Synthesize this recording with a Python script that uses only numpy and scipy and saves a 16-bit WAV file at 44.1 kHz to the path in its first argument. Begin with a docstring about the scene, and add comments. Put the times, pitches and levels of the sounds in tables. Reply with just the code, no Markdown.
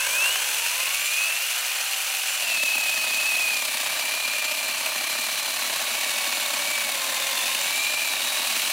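"""A cordless angle grinder with a chainsaw bar cuts a log outdoors, heard from close by.
First the slack chain slaps the bar while the motor's whine sweeps up through the gear case's resonances.
Speed pulls the chain taut; it rattles round the bar, ringing the steel, and the fan hisses.
From about 2.4 s the saw is fed into the log: the motor sags and the cutters chatter, biting in bursts
that tear, rasp and knock the wood, while the chain screeches in the cut. The air rumbles throughout."""
import sys
import numpy as np
from scipy import signal
from scipy.fft import rfft, irfft
from scipy.io import wavfile
from scipy.ndimage import uniform_filter1d

SR = 44100
rng = np.random.default_rng(int(sys.argv[2]) if len(sys.argv) > 2 else 0)


def transcribe(signal):
    """Save signal, clipped to [-1, 1], as a 16-bit WAV file at the path in sys.argv[1]."""
    frames = np.atleast_2d(signal).T
    limited = np.clip(frames, -1, 1)
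    pcm = np.round(limited * 32767).astype(np.int16)
    wavfile.write(sys.argv[1], SR, pcm)


N = 384552


# the motor tone that the load allows: time_s, pitch_hz
LOADED_SPEED = [(1.9, 769), (2.38, 742), (2.45, 678.5), (2.62, 642), (3.1, 626), (3.28, 640), (3.5, 625.7),
                (3.74, 578), (4.35, 604.7), (4.8, 584), (5.25, 594.5), (5.75, 551), (6.05, 564.8),
                (6.52, 553), (6.76, 579.8), (7.1, 513), (7.29, 535.7), (7.44, 506), (7.78, 592),
                (8.08, 590.5), (8.28, 548.5), (8.72, 568)]
def motor_speed(start_hz=256.6, climb_hz_per_s=343, ease_s=6.3):
    """Load-limited speed: the tone, in Hz, follows an easing soft start until the load holds it back."""
    t = np.arange(N) / SR
    climb = start_hz + climb_hz_per_s * ease_s * (1 - np.exp(-t / ease_s))
    return np.minimum(climb, curves(LOADED_SPEED)[0])


# motor harmonics and the gear case resonances they pass: multiple, peak_db, centre_hz, half_width_hz
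GEAR_ORDERS = [(4, -25.8, 2550, 180), (8, -22.5, 2680, 230), (10, -26.5, 2570, 160)]
def whine(hz, tilt, feed, bite, lag_s=0.0051, surge_db_per_hz=0.1848, surge_span_s=0.76):
    """Forced vibration: motor harmonics swell near resonances of the gear case and housing."""
    t = np.arange(N) / SR
    strain = np.interp(t - lag_s, t, uniform_filter1d(bite, SR // 160))
    # the pitch frays when the tilted bar binds, and sags after each bite
    flutter = 0.00201 + feed * (0.008 + 0.0004 * np.maximum(tilt, 0))
    speed = hz * (1 + flutter * walk(170) - 0.007 * strain)
    phase = 2 * np.pi * np.cumsum(speed) / SR
    gear = sum(undb(db) * resonance(k * hz, centre_hz, half_width_hz) * np.sin(k * phase)
               for k, db, centre_hz, half_width_hz in GEAR_ORDERS)
    # in the cut the whine surges above the motor's recent speed and chokes below it
    cutting_hz = np.minimum(hz, 640)
    relief_hz = cutting_hz - uniform_filter1d(cutting_hz, int(surge_span_s * SR))
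    gear_db = -0.17 * tilt + surge_db_per_hz * relief_hz * feed
    housing_db = -55 + 12.5 * resonance(2 * hz, centre_hz=1030, half_width_hz=135)
    second_gain = undb(housing_db + 3 * walk(90))
    second_harmonic = second_gain * np.sin(2 * phase + (0.25 + 0.3 * feed) * walk(110))
    flicker = undb(-3 * feed * strain + (2 * feed - 0.2) * walk(300))
    return np.sqrt(2) * steady(flicker) * (undb(gear_db) * gear + second_harmonic)


def chain_tension(links, sprocket_db=1.08, loop_db=0.17, loose_db=0.73):
    """Periodic loading: tension, in dB, swings once a sprocket turn and five times a lap of the chain."""
    sprocket = np.sin(2 * np.pi * links / 6)  # six teeth
    loop = np.sin(2 * np.pi * links * 5 / 44)  # 44 links
    return sprocket_db * sprocket + loop_db * loop + loose_db * walk(130)


# relative levels of the running chain: time_s, hiss_db, gear_case_db
CHAIN_LEVELS = [(0, -27, -32), (0.7, -28, -31), (1.7, -30.5, -37), (2.3, -30, -36), (2.8, -30, -38.5),
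                (3.7, -30, -38), (4.4, -31.5, -36), (5.4, -30.5, -39.5), (6.2, -29.5, -35),
                (7.0, -30, -38.5), (7.5, -28.5, -34), (8.0, -30.5, -37), (8.72, -27.5, -33.5)]
# spectrum of the rattle and hiss: frequency_hz, density_db
CHAIN_SPECTRUM = [(1760, -17.5), (3000, -3.5), (3890, -9), (5140, -9.5), (5960, -7), (6810, -9),
                  (7100, -7.5), (8760, -8.5), (9600, -7.5), (12500, -12.5), (15100, -12), (16000, -20)]
def chain(links, tension_db, bite, hz, tilt, feed):
    """Impact excitation: links hit the sprocket and scrape over a smoother hiss, ringing bar and case."""
    hiss_db, case_db = curves(CHAIN_LEVELS)
    scrape = unit(fade(strikes(links, scatter_db=2.5), decay_s=0.00075))
    force = steady(undb(tension_db + 1.05 * bite))
    rattle = force * (scrape * noise() + undb(2) * noise())
    hiss = colour(rattle, CHAIN_SPECTRUM) * undb(hiss_db + 0.78)
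    bar = bar_ring(force, feed, hiss_db) + bar_zing(force, hz, tilt)
    return hiss + bar + gear_case_ring(force, scrape) * undb(case_db + 2)


# modes of the steel bar: frequency_hz, bandwidth_hz, gain_db
BAR_MODES = [(3450, 25, -1), (4230, 60, -1), (5980, 25, 0), (6130, 60, -2), (7940, 20, -7)]
def bar_ring(force, feed, hiss_db, damping_db=3):
    """Contact damping: the bar rings freely in the air and more quietly in the cut."""
    return ring(force * noise(), BAR_MODES) * undb(hiss_db - 11 - damping_db * feed)


# a high mode of the bar: frequency_hz, bandwidth_hz, gain_db
ZING_MODE = [(7310, 85, 0)]
def bar_zing(force, hz, tilt, onset_hz=385, onset_width_hz=20):
    """Threshold of excitation: a high mode rings fitfully once up to speed, and fades with tilt."""
    excitation = 1 / (1 + np.exp((onset_hz - hz) / onset_width_hz))
    level_db = -39.5 - 0.16 * tilt + 1.9 * walk(14)
    return ring(force * noise(), ZING_MODE) * excitation * undb(level_db)


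# modes of the gear case: frequency_hz, bandwidth_hz, gain_db
CASE_MODES = [(2460, 157, -2.5), (2730, 192, -2), (2920, 84, -1.5)]
def gear_case_ring(force, scrape):
    """Structure-borne sound: the blows of the links drive the gear case's modes."""
    case = ring(force ** 1.4 * scrape * noise(), CASE_MODES)
    return colour(case, [(1200, 7), (2250, 0), (2500, -4.5), (3100, -7.5), (3800, -5), (6000, -30)])


# chatter of the saw in the cut: time_s, bursts_per_s
CHATTER_RATE = [(2.4, 46), (2.65, 35.5), (4.0, 34), (5.5, 36), (6.75, 37), (7.4, 49), (7.8, 41), (8.72, 40)]
def chatter(feed):
    """Stick-slip: the saw digs in quickly and eases out; returns the bite's swing about its mean."""
    rate, = curves(CHATTER_RATE)
    phase = 2 * np.pi * np.cumsum(rate * (1 + 0.114 * walk(40))) / SR
    bounce = 0.933 * feed * unit(np.sin(phase) + 0.32 * np.sin(2 * phase) + 0.267 * walk(60))
    catch = 0.535 * snags(feed)
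    # a hard catch interrupts the regular bouncing
    interruption = 1 + 2 * uniform_filter1d(catch ** 2, SR // 50)
    return catch * (0.737 + 0.34 * feed) + bounce / interruption


# the hardest catches of the cutters: time_s, relative_strength
HARD_CATCHES = [(0.283, 3), (0.36, 5.5), (0.424, 6.5), (0.665, 7.5), (2.237, 7.5), (2.634, 6.5), (2.754, 6),
                (2.783, 7), (2.897, 7), (2.977, 9), (3.573, 5.5), (3.624, 10), (4.096, 5.5), (4.594, 4.5),
                (4.961, 6), (5.359, 6), (6.094, 4), (6.327, 5), (6.822, 6), (7.551, 7), (7.941, 6),
                (8.137, 6), (8.565, 6)]
def snags(feed, free_per_s=1, fed_per_s=6, width_s=0.00299, lull=0.8):
    """Impulsive loading: each catch is a surge of force, with a lull on either side as the bar hops."""
    by_chance = rng.random(N) < (free_per_s + fed_per_s * feed) / SR
    catches = by_chance * (2.5 + 0.7 * noise())
    for time_s, strength in HARD_CATCHES:
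        catches[int(time_s * SR)] += strength
    widths = np.arange(-SR // 25, SR // 25 + 1) / SR / width_s
    surge = np.exp(-widths ** 2 / 2) - lull / 3 * np.exp(-(widths / 3) ** 2 / 2)
    return signal.fftconvolve(catches, surge, "same")


# the slower the chain, the louder its cutters: motor_pitch_hz, relative_level_db
CUTTER_LEVELS = [(257, -32.5), (510, -34.5), (560, -35.5), (600, -37.5), (650, -37.5), (765, -38.5)]
# spectra of free cutters, tearing wood and rasping: frequency_hz, density_db
CLATTER_SPECTRUM = [(150, -31), (380, -21.5), (540, -5), (700, -4), (1150, -2.5), (1500, 1.5), (2100, -0.5),
                    (2400, -1.5), (3200, -22)]
TEAR_SPECTRUM = [(350, -19), (500, -8.5), (620, 2.5), (700, -2), (880, 1), (1100, -1), (1300, -3),
                 (1800, 2), (2050, -3), (2350, 0), (3200, -15)]
RASP_SPECTRUM = [(1800, -15), (2300, -11), (3300, -12), (3800, -7.5), (4300, -4.5), (4800, -9.5),
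                 (6500, -37)]
def cutters(links, tension_db, bite, hz, feed):
    """Impact noise: a cutter on every second link clatters in the air, or tears and rasps in the log."""
    blows = unit(fade(strikes(links / 2, scatter_db=2), decay_s=0.0034))
    force = steady(undb(4 * bite + (0.5 - 0.37 * feed) * tension_db))
    contact = np.clip(1.4 * feed, 0, 1)
    clatter = colour(force * blows * noise(), CLATTER_SPECTRUM) * np.sqrt(1 - contact) * undb(0.1)
    tear = colour(force ** 0.78 * np.sqrt(blows) * noise(), TEAR_SPECTRUM) * np.sqrt(contact) * undb(1.5)
    wood = wood_ring(force, blows, feed, contact)
    rasp_force = steady(undb(1.5 * bite + tension_db))
    rasp_db = curves(CHAIN_LEVELS)[0] - 10.5 + 6.1 * contact
    rasp = colour(rasp_force * blows * noise(), RASP_SPECTRUM) * undb(rasp_db)
    level_db = np.interp(hz, *np.transpose(CUTTER_LEVELS))
    return (clatter + tear + wood) * undb(level_db) + rasp


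# modes of the log and of the kerf, the slot cut in it: frequency_hz, bandwidth_hz, gain_db
LOG_MODES = [(92, 17, -19), (160, 27, -7.5), (228.3, 17.5, 2), (298, 62, -0.5), (436, 87, -10.5)]
KERF_MODES = [(620, 46, -3.5), (1069, 66, -7)]
def wood_ring(force, blows, feed, contact, loosening_db=2.5):
    """Modal response: log and kerf resonate, and the thinning slice knocks louder as the cut deepens."""
    depth = np.cumsum(feed) / np.sum(feed)
    log = ring(force * blows * noise(), LOG_MODES)
    knock = colour(log, [(40, -13), (150, 1.5), (450, 0), (900, -22)])
    kerf = ring(force * noise(), KERF_MODES) * undb(-11) * np.sqrt(feed)
    return knock * undb(-31 + 12.9 * contact + loosening_db * depth) + kerf


# the chain rubbing the walls of the cut: time_s, pitch_hz, level_db
WALL_RUB = [(2.4, 4500, -65), (3.1, 4500, -47), (3.5, 4320, -55), (3.7, 3657, -40), (4.4, 4225, -41),
            (5.6, 4050, -38), (6.3, 3721, -40), (6.9, 3760, -42), (7.42, 3550, -34), (7.68, 3810, -35),
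            (7.95, 4053, -39.5), (8.25, 3807, -33.5), (8.72, 4000, -37)]
def screech(half_width_hz=115):
    """Friction excites a narrow, hoarse resonance that slides as the bar rocks in the cut."""
    hz, db = curves(WALL_RUB)
    lowpass = signal.butter(2, half_width_hz, fs=SR, output="sos")
    grip = signal.sosfilt(lowpass, noise() + 1j * noise())
    carrier = np.exp(2j * np.pi * np.cumsum(hz) / SR)
    return unit(np.real(grip * carrier)) * undb(db)


# slack chain slapping the bar: time_s, level_db
SLACK_LEVEL = [(0, -32.5), (.28, -31.5), (.4, -35), (.9, -47), (1.3, -60), (8.72, -71)]
# its clatter, and a brighter hiss while the bar is close at first: frequency_hz, bandwidth_hz, gain_db
SLACK_BANDS = [(1590, 130, 0), (995, 130, -4.5), (560, 116, -8), (6400, 350, -8.5), (7900, 510, -6),
               (10200, 700, -16)]
def slack_chain(tension_db):
    """Rattling contact: the loose chain clatters, with a bright hiss, until speed pulls it taut."""
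    rattle = steady(undb(1.8 * tension_db)) * noise()
    return ring(rattle, SLACK_BANDS) * undb(curves(SLACK_LEVEL)[0])


def sprocket_hum(links, tilt, cutoff_hz=470):
    """Meshing tone: links meet the sprocket; the small housing radiates this poorly at low speed."""
    level_db = -51 - 0.68 * tilt + 3 * walk(70)
    tone = np.sqrt(2) * undb(level_db) * np.sin(2 * np.pi * links)
    return signal.sosfilt(signal.butter(4, cutoff_hz, "high", fs=SR, output="sos"), tone)


# spectrum of the outdoor air: frequency_hz, density_db
AIR_SPECTRUM = [(20, -16), (45, -0.5), (90, 4), (150, -4), (400, -10), (2000, -25)]
# its rumble: time_s, level_db
AIR_LEVEL = [(0, -61), (.9, -67), (1.3, -73.5), (3, -70.5), (8.72, -68)]
def air_rumble():
    """Ambient noise: the open air rumbles low, its level wavering."""
    return colour(noise(), AIR_SPECTRUM) * undb(curves(AIR_LEVEL)[0] + 1.2 * walk(5.2))


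def steady(gain):
    """Running normalisation: keeps the loudness even over a tenth of a second; fast flutter remains."""
    return gain / np.sqrt(uniform_filter1d(gain ** 2, SR // 10))


def resonance(hz, centre_hz, half_width_hz):
    """Lorentzian resonance: gain 1 at the centre."""
    return 1 / (1 + ((hz - centre_hz) / half_width_hz) ** 2)


def ring(drive, modes):
    """Modal superposition: driven resonators add with alternating signs; rms 1."""
    return unit(sum((-1) ** k * undb(db) * signal.lfilter(*signal.iirpeak(hz, hz / width_hz, SR), drive)
                    for k, (hz, width_hz, db) in enumerate(modes)))


def colour(x, spectrum):
    """Spectral shaping by (frequency_hz, gain_db) points, silent outside them; rms 1."""
    hz, db = np.transpose(spectrum)
    bins_hz = np.maximum(np.fft.rfftfreq(2 * len(x), 1 / SR), 1)
    gain = undb(np.interp(np.log(bins_hz), np.log(hz), db, left=-np.inf, right=-np.inf))
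    return unit(irfft(rfft(x, 2 * len(x)) * gain)[:N])


def strikes(cycles, scatter_db):
    """Impulse train: one blow of random size at each whole cycle."""
    return np.diff(np.floor(cycles), prepend=0) * undb(scatter_db * noise())


def fade(blows, decay_s):
    """Exponential decay of each blow."""
    return signal.lfilter([1], [1, -np.exp(-1 / (decay_s * SR))], blows)


def walk(knots_per_s):
    """Smooth random modulation with a spread near 1."""
    knots = rng.standard_normal(N // 8)
    return 1.2 * np.interp(np.arange(N) / SR * knots_per_s, np.arange(len(knots)), knots)


def noise():
    """Gaussian white noise."""
    return rng.standard_normal(N)


def curves(table):
    """Linear interpolation of a table's columns in time."""
    time_s, *columns = np.transpose(table)
    return [np.interp(np.arange(N) / SR, time_s, column) for column in columns]


def undb(db):
    """Decibels to amplitude ratio."""
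    return 10 ** (np.asarray(db) / 20)


def unit(x):
    """Normalisation to rms 1."""
    return x / np.sqrt(np.mean(x ** 2))


# how hard the chain is fed into the wood: time_s, feed_share
FEED = [(0, 0.05), (2.35, 0), (2.55, 0.86), (3.6, 0.93), (5.5, 0.99), (6.2, 0.71), (7.3, 0.67), (7.9, 1),
        (8.72, 0.78)]
# the bar rocking over the log: time_s, nose_lift_deg
TILT = [(0, 2), (1.3, 11), (1.9, -3.5), (3.3, 9), (4.3, 15), (5.5, 30), (6.05, 1), (6.8, -5.5), (7.8, 3),
        (8.4, 18)]
def scene():
    """Superposition: one shaft speed drives whine, chain and cutters; the hands set feed and tilt."""
    hz = motor_speed()
    tilt, = curves(TILT)
    feed, = curves(FEED)
    bite = chatter(feed)
    link_hz = 1.023 * hz * (1 + 0.003 * walk(60))
    links = np.cumsum(link_hz) / SR  # count of links past the sprocket
    tension_db = chain_tension(links)
    motor = whine(hz, tilt, feed, bite) + sprocket_hum(links, tilt)
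    steel = chain(links, tension_db, bite, hz, tilt, feed) + slack_chain(tension_db)
    cut = cutters(links, tension_db, bite, hz, feed) + screech()
    return np.tile(motor + steel + cut + air_rumble(), (2, 1))


def record(dry, notch_hz=7460, notch_width_hz=200, top_hz=15750):
    """Band limiting: the treble has one narrow notch and a steep upper edge."""
    notch = signal.iirnotch(notch_hz, notch_hz / notch_width_hz, SR)
    lowpass = signal.ellip(10, 0.1, 80, top_hz, fs=SR, output="sos")
    return signal.sosfilt(lowpass, signal.lfilter(*notch, dry))


dry = scene()
out = record(dry)
transcribe(out)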